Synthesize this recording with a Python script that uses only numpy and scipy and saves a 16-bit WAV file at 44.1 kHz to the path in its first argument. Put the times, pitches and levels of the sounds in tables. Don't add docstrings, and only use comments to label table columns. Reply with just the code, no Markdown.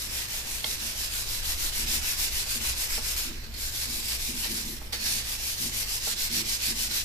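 import sys
import numpy as np
from scipy import signal
from scipy.fft import rfft, irfft
from scipy.io import wavfile
from scipy.ndimage import uniform_filter1d

SR = 44100
rng = np.random.default_rng(int(sys.argv[2]) if len(sys.argv) > 2 else 0)


def store_wav(level_fs):
    pcm = np.round(np.clip(np.atleast_2d(level_fs), -1, 1) * 32767)
    wavfile.write(sys.argv[1], SR, pcm.T.astype(np.int16))


N = 310464
TIME, FREQ = np.arange(N) / SR, np.fft.rfftfreq(N, 1 / SR)

# pitch_hz, level_db
ROOM_TONE = [(15, -0.5), (28, 6.5), (40, -15), (62, 0), (85, -14), (130, -17), (250, -23.5), (500, -24.5),
             (1200, -32), (4000, -83), (14000, -28.5)]
# pitch_hz, likeness (0-1)
STEREO_LIKENESS = [(60, 0.88), (200, 0.93), (350, 1), (600, 0), (3000, 0.16)]
# time_s, level_db
RUMBLE_LEVELS = [(0, -54), (.5, -41.5), (1, -45.5), (1.53, -36), (2.2, -40), (3.7, -42.5), (4.5, -42.5),
                 (7.04, -45.5)]
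# pitch_hz, level_db
HUM_PARTIALS = [(55.5, -49.5), (109.4, -54.5), (221, -68.5)]
# start_s, level_db
STROKES = [(-.06, -37), (.086, -36.5), (.27, -37), (.435, -37.5), (.618, -36), (.778, -36.5), (.944, -35.5),
           (1.094, -35), (1.252, -36), (1.417, -34), (1.563, -33), (1.713, -33), (1.859, -31),
           (2.007, -32.5), (2.162, -31), (2.301, -32.5), (2.452, -33), (2.599, -32), (2.749, -33.5),
           (2.882, -33.5), (3.007, -34.5), (3.164, -33.5), (3.326, -49), (3.558, -38), (3.707, -37),
           (3.867, -37), (4.017, -36), (4.178, -36.5), (4.328, -36.5), (4.485, -37), (4.645, -42),
           (4.795, -52), (4.985, -32), (5.23, -35), (5.372, -35.5), (5.561, -34), (5.705, -33.5),
           (5.854, -33.5), (5.998, -31), (6.15, -30.5), (6.289, -30), (6.43, -30.5), (6.582, -30),
           (6.736, -30.5), (6.886, -30.5), (7.029, -31.5)]
# start_s, crest (place of top speed in a stroke, 0-1), sharpness (of the swell),
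# body_db, rasp_db, fizz_db, push_db (rasp that a push gains and a pull loses)
GRIPS = [(-.2, 0.54, 1.5, 3.5, -2, 2.5, -1), (3.3, 0.14, 1.8, 3, 0.5, -4.5, 2.5),
         (3.5, 0.62, 0.8, 0.8, -3, 3, 0), (4.7, 0.24, 2, 8, 3.5, 2, -1), (4.95, 0.65, 1.2, 1.5, -3, 1.5, 1),
         (5.3, 0.57, 1.6, 1.5, -3.5, 2.5, .5), (5.95, .62, 1.6, -0.5, -4.5, 1.2, 2)]
# pitch_hz, level_db
BRISTLES_LEFT = [(100, -24), (300, -17.5), (600, -19), (1000, -13), (1450, -11), (2000, -3), (2500, -1),
                 (3100, -2.5), (4600, -1.4), (7500, -1.5), (11000, -1), (14000, 0)]
BRISTLES_RIGHT = [(100, -16), (300, -12), (600, -13.5), (1280, -11.5), (1600, -2.5), (2500, 1.9),
                  (3200, .5), (4200, 4), (5300, 4.5), (6600, 0), (8700, -4.5), (10200, -9.5),
                  (13000, -11.5), (14200, -12)]
# pitch_hz, speed_power, turn_db, slap_db
BRISTLE_BANDS = [(930, 0.16, -2.5, 7.5), (1810, 0.18, -7, 4.5), (3200, 0.28, -4.5, 3), (5100, 0.3, -7, 1),
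                 (9600, 0.52, -9, -1)]
# start_s, low_ring_db, click_db
KNOCKS = [(.337, -46, -37.5), (0.6428, -38.5, -18.5), (2.464, -47.5, -40), (2.98, -37.5, -43),
          (4.455, -44, -43), (4.816, -46.5, -48.5), (4.931, -41, -30), (6.0716, -38, -41)]
# pitch_hz, level_db, t60_s
BLOCK_MODES = [(470, 0.5, 0.097), (629, 1.5, 0.076), (800, 8, 0.032), (878, -4, 0.15), (1116, -3.5, 0.068),
               (1380, -3.5, 0.11), (2150, -5, 0.026), (2650, -4, .01), (3250, 4.5, 0.018),
               (3550, -1, 0.022), (4280, 1, 0.024), (4750, -11, .02), (5410, -6, .012)]
# start_s, length_s, level_db
JUDDERS = [(0.794, .06, -48.5), (1.764, 0.2, -47), (2.538, 0.037, -45.5), (3.245, 0.053, -41.5),
           (3.42, 0.17, -53.5), (3.86, 0.14, -47.5), (4.267, 0.055, -41), (4.477, 0.048, -37),
           (4.63, 0.082, -42), (4.977, 0.23, -51.5), (5.582, 0.065, -40), (6.29, .13, -40.5),
           (6.665, 0.044, -42.5), (6.776, .16, -50)]
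# pitch_hz, width_hz, level_db
PAN_MODES = [(159, 30, -7.5), (223, 20, 1), (251, 52, -5), (340, 46, -7), (438, 33, -13)]
# start_s, level_db, fade_s
SLAPS = [(3.44, -42, 0.018), (3.541, -37, 0.015), (3.815, -35, 0.041), (4.11, -36, 0.055),
         (4.44, -30.5, 0.034), (4.813, -45, 0.0073), (4.928, -30, 0.04), (5.06, -29, 0.028)]
# pitch_hz, t60_s
ROOM_DECAY = [(150, 0.55), (1000, 0.4), (4000, 0.16), (8000, 0.39), (14000, 0.16)]


def amp(db):
    return 10 ** (np.asarray(db) / 20)


def unit(x):
    return x / np.sqrt(np.mean(x ** 2) + 1e-20)


def curve(points, hz):
    pitches, values = np.transpose(points)
    return np.interp(np.log(hz + 1), np.log(pitches), values)


def drift(hz):
    return unit(irfft(rfft(rng.standard_normal(N)) / (1 + (FREQ / hz) ** 4), N))


def add(mix, start_s, sound):
    part = mix[..., round(start_s * SR):][..., :sound.shape[-1]]
    part += sound[..., :part.shape[-1]]


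def rumble(level_db=3.0, flutter_db=-0.04):
    left, other = rfft(rng.standard_normal((2, N)))
    likeness = curve(STEREO_LIKENESS, FREQ)
    right = likeness * left + np.sqrt(1 - likeness ** 2) * other
    tone = np.array([left, right]) * unit(amp(curve(ROOM_TONE, FREQ)))
    lows = 1 / (1 + (FREQ / 100) ** 4)
    times, db = np.transpose(RUMBLE_LEVELS)
    swell = amp(np.interp(TIME, times, db) + flutter_db * drift(3.6))
    steady = irfft(tone * (1 - lows), N) * amp(np.mean(db))
    return amp(level_db) * (irfft(tone * lows, N) * swell + steady)


def hum(waver_db=2, wander_hz=1.0):
    out = np.zeros(N)
    for hz, db in HUM_PARTIALS:
        level = amp(db + waver_db * drift(3.4)) * np.sqrt(2)
        cycles = np.cumsum(hz + wander_hz * drift(3.64)) / SR
        out += level * np.sin(2 * np.pi * cycles)
    return out


def strokes(usual_db=-34):
    starts, db = np.transpose(STROKES)
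    grip = np.maximum(np.searchsorted(np.transpose(GRIPS)[0], starts) - 1, 0)
    _, crest, sharpness, body_db, rasp_db, fizz_db, push_db = np.array(GRIPS)[grip].T
    direction = (-1) ** np.arange(len(starts))
    easing_db = np.maximum(-np.diff(db, append=db[-1]), 0)
    shape = crest - 0.035 * easing_db, sharpness + 0.029 * easing_db
    harder_db = db - usual_db
    colour = (body_db - 0.28 * harder_db,
              rasp_db + direction * push_db - 0.13 * harder_db,
              fizz_db - 0.24 * np.maximum(harder_db, 0))
    return shape, colour


def arm(shape, colour_db, power, turn_db, bent_limit_db=-36.0):
    starts, db = np.transpose(STROKES)
    crest, sharpness = shape
    progress = np.interp(TIME, starts, np.arange(len(starts)))
    stroke = progress.astype(int)
    warp = np.log(.5) / np.log(np.clip(crest[stroke], .1, .9))
    speed = np.abs(np.sin(np.pi * (progress % 1) ** warp))
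    sweep = amp(db + colour_db)[stroke] * speed ** abs(power * sharpness[stroke])
    middles = starts + np.append(np.diff(starts), 0) / 2
    scratch_db = np.interp(TIME, middles, np.minimum(db, bent_limit_db) + colour_db) + turn_db
    return np.hypot(sweep, amp(scratch_db))


def flicks(per_s=16000, spread_db=1.5, scatter_s=0.00049, tufts=32):
    sizes = amp(spread_db * np.minimum(rng.exponential(1, N), 5))
    snaps = sizes * (rng.random(N) < per_s / SR) * rng.choice([-1, 1], N)
    tuft = rng.integers(0, tufts, N)
    t = TIME[:128]
    paths = rfft(rng.standard_normal((tufts, 2, len(t))) * np.exp(-t / scatter_s))
    paths = irfft(paths / np.sqrt(np.mean(abs(paths) ** 2, axis=0)))
    arrivals = (signal.oaconvolve((snaps * (tuft == k))[None], paths[k], axes=1) for k in range(tufts))
    return unit(sum(arrivals)[:, :N])


def flex(x, depth_db=2.0, frames=36):
    spectra = signal.stft(x, SR, nperseg=256)[2]
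    peaks = uniform_filter1d(rng.standard_normal(spectra.shape), frames, axis=2)
    peaks = uniform_filter1d(peaks, frames // 2, axis=2)
    peaks = unit(uniform_filter1d(peaks, 2, axis=1))
    return unit(signal.istft(spectra * amp(depth_db * peaks), SR, nperseg=256)[1][:, :N])


def bristles(level_db=5.0, clump_db=0.5, ring_hz=4400, ring_width_hz=300, ring_db=-1):
    shape, (body_db, rasp_db, fizz_db) = strokes()
    at_microphone = unit(amp([curve(BRISTLES_LEFT, FREQ), curve(BRISTLES_RIGHT, FREQ)]))
    grit = rfft(flex(flicks()) * amp(clump_db * drift(43))) * at_microphone
    slap = slaps()
    block_ring = irfft(grit / (1 + 2j * (FREQ - ring_hz) / ring_width_hz), N)
    out = amp(ring_db) * slap * block_ring
    scrape_db = 0.42 * rasp_db + 0.56
    colours = [body_db, rasp_db, scrape_db, 0, fizz_db]
    centres = np.transpose(BRISTLE_BANDS)[0]
    for colour_db, (hz, power, turn_db, slap_db) in zip(colours, BRISTLE_BANDS):
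        band = curve(list(zip(centres, centres == hz)), FREQ)
        level = np.hypot(arm(shape, colour_db, power, turn_db), amp(slap_db) * slap)
        out += irfft(grit * band, N) * level
    return amp(level_db) * out


def knocks(split_hz=1800, left_db=-4, contact_s=0.0006):
    out, t = np.zeros((2, N)), TIME[:SR // 4]
    press = 1 - np.exp(-t / contact_s)
    for start_s, low_ring_db, click_db in KNOCKS:
        for hz, db, t60_s in BLOCK_MODES:
            blow_db = low_ring_db if hz < split_hz else click_db
            phase = rng.uniform(-0.67, 1, (2, 1)) * min(hz / 1000, 2)
            ring = np.exp(-np.log(1000) * t / t60_s) * np.sin(2 * np.pi * hz * t + phase)
            add(out, start_s, amp(blow_db + db) * press * ring)
    return out * amp([[left_db], [0]])


def shaking(rise_s=0.028, fade_s=0.07, slap_db=-19, knock_db=-11):
    force = amp(slap_db) * slaps()
    for start_s, length_s, db in JUDDERS:
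        age = TIME - start_s
        fade = np.exp(-np.maximum(age - length_s, 0) / fade_s)
        force = np.hypot(force, amp(db) * np.clip(age / rise_s, 0, 1) * fade)
    for start_s, low_ring_db, _ in KNOCKS:
        age = TIME - start_s
        force = np.hypot(force, amp(low_ring_db + knock_db) * (age > 0) * np.exp(-abs(age) / fade_s))
    return force


def judders(level_db=-1.0, stereo_width=0.23):
    pan = sum(amp(db) / (1 + ((FREQ - hz) / (width_hz / 2)) ** 2) for hz, width_hz, db in PAN_MODES)
    mid, side = irfft(rfft(rng.standard_normal((2, N))) * pan, N)
    drone = unit(np.array([mid + stereo_width * side, mid - stereo_width * side]))
    return amp(level_db) * shaking() * drone


def slaps(rise_s=0.0083):
    force = np.zeros(N)
    for start_s, db, fade_s in SLAPS:
        age = np.maximum(TIME - start_s + rise_s, 0)
        force += amp(db) * (1 - np.exp(-(age / rise_s) ** 2)) * np.exp(-age / fade_s)
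    return force


def tiled_room(x, wet_db=-10, first_echo_s=0.0037):
    hz, t, spectra = signal.stft(rng.standard_normal((2, 2, SR // 2)), SR, nperseg=256)
    decay = np.exp(-np.log(1000) * t / curve(ROOM_DECAY, hz)[:, None])
    tails = signal.istft(spectra * decay, SR, nperseg=256)[1]
    tails *= TIME[:tails.shape[-1]] > first_echo_s
    sways = np.cos(2 * np.pi * TIME), np.sin(2 * np.pi * TIME)
    wet = sum(signal.fftconvolve(x * sway, tail / np.linalg.norm(tail[0]), axes=1)[:, :N]
              for sway, tail in zip(sways, tails))
    return x + amp(wet_db) * wet


def scene():
    return tiled_room(bristles() + knocks()) + judders() + rumble() + hum()


def record(dry):
    lowpass = signal.firwin(1023, 14290, window=("kaiser", 8), fs=SR)
    return signal.oaconvolve(dry, lowpass[None], "same")


dry = scene()
out = record(dry)
store_wav(out)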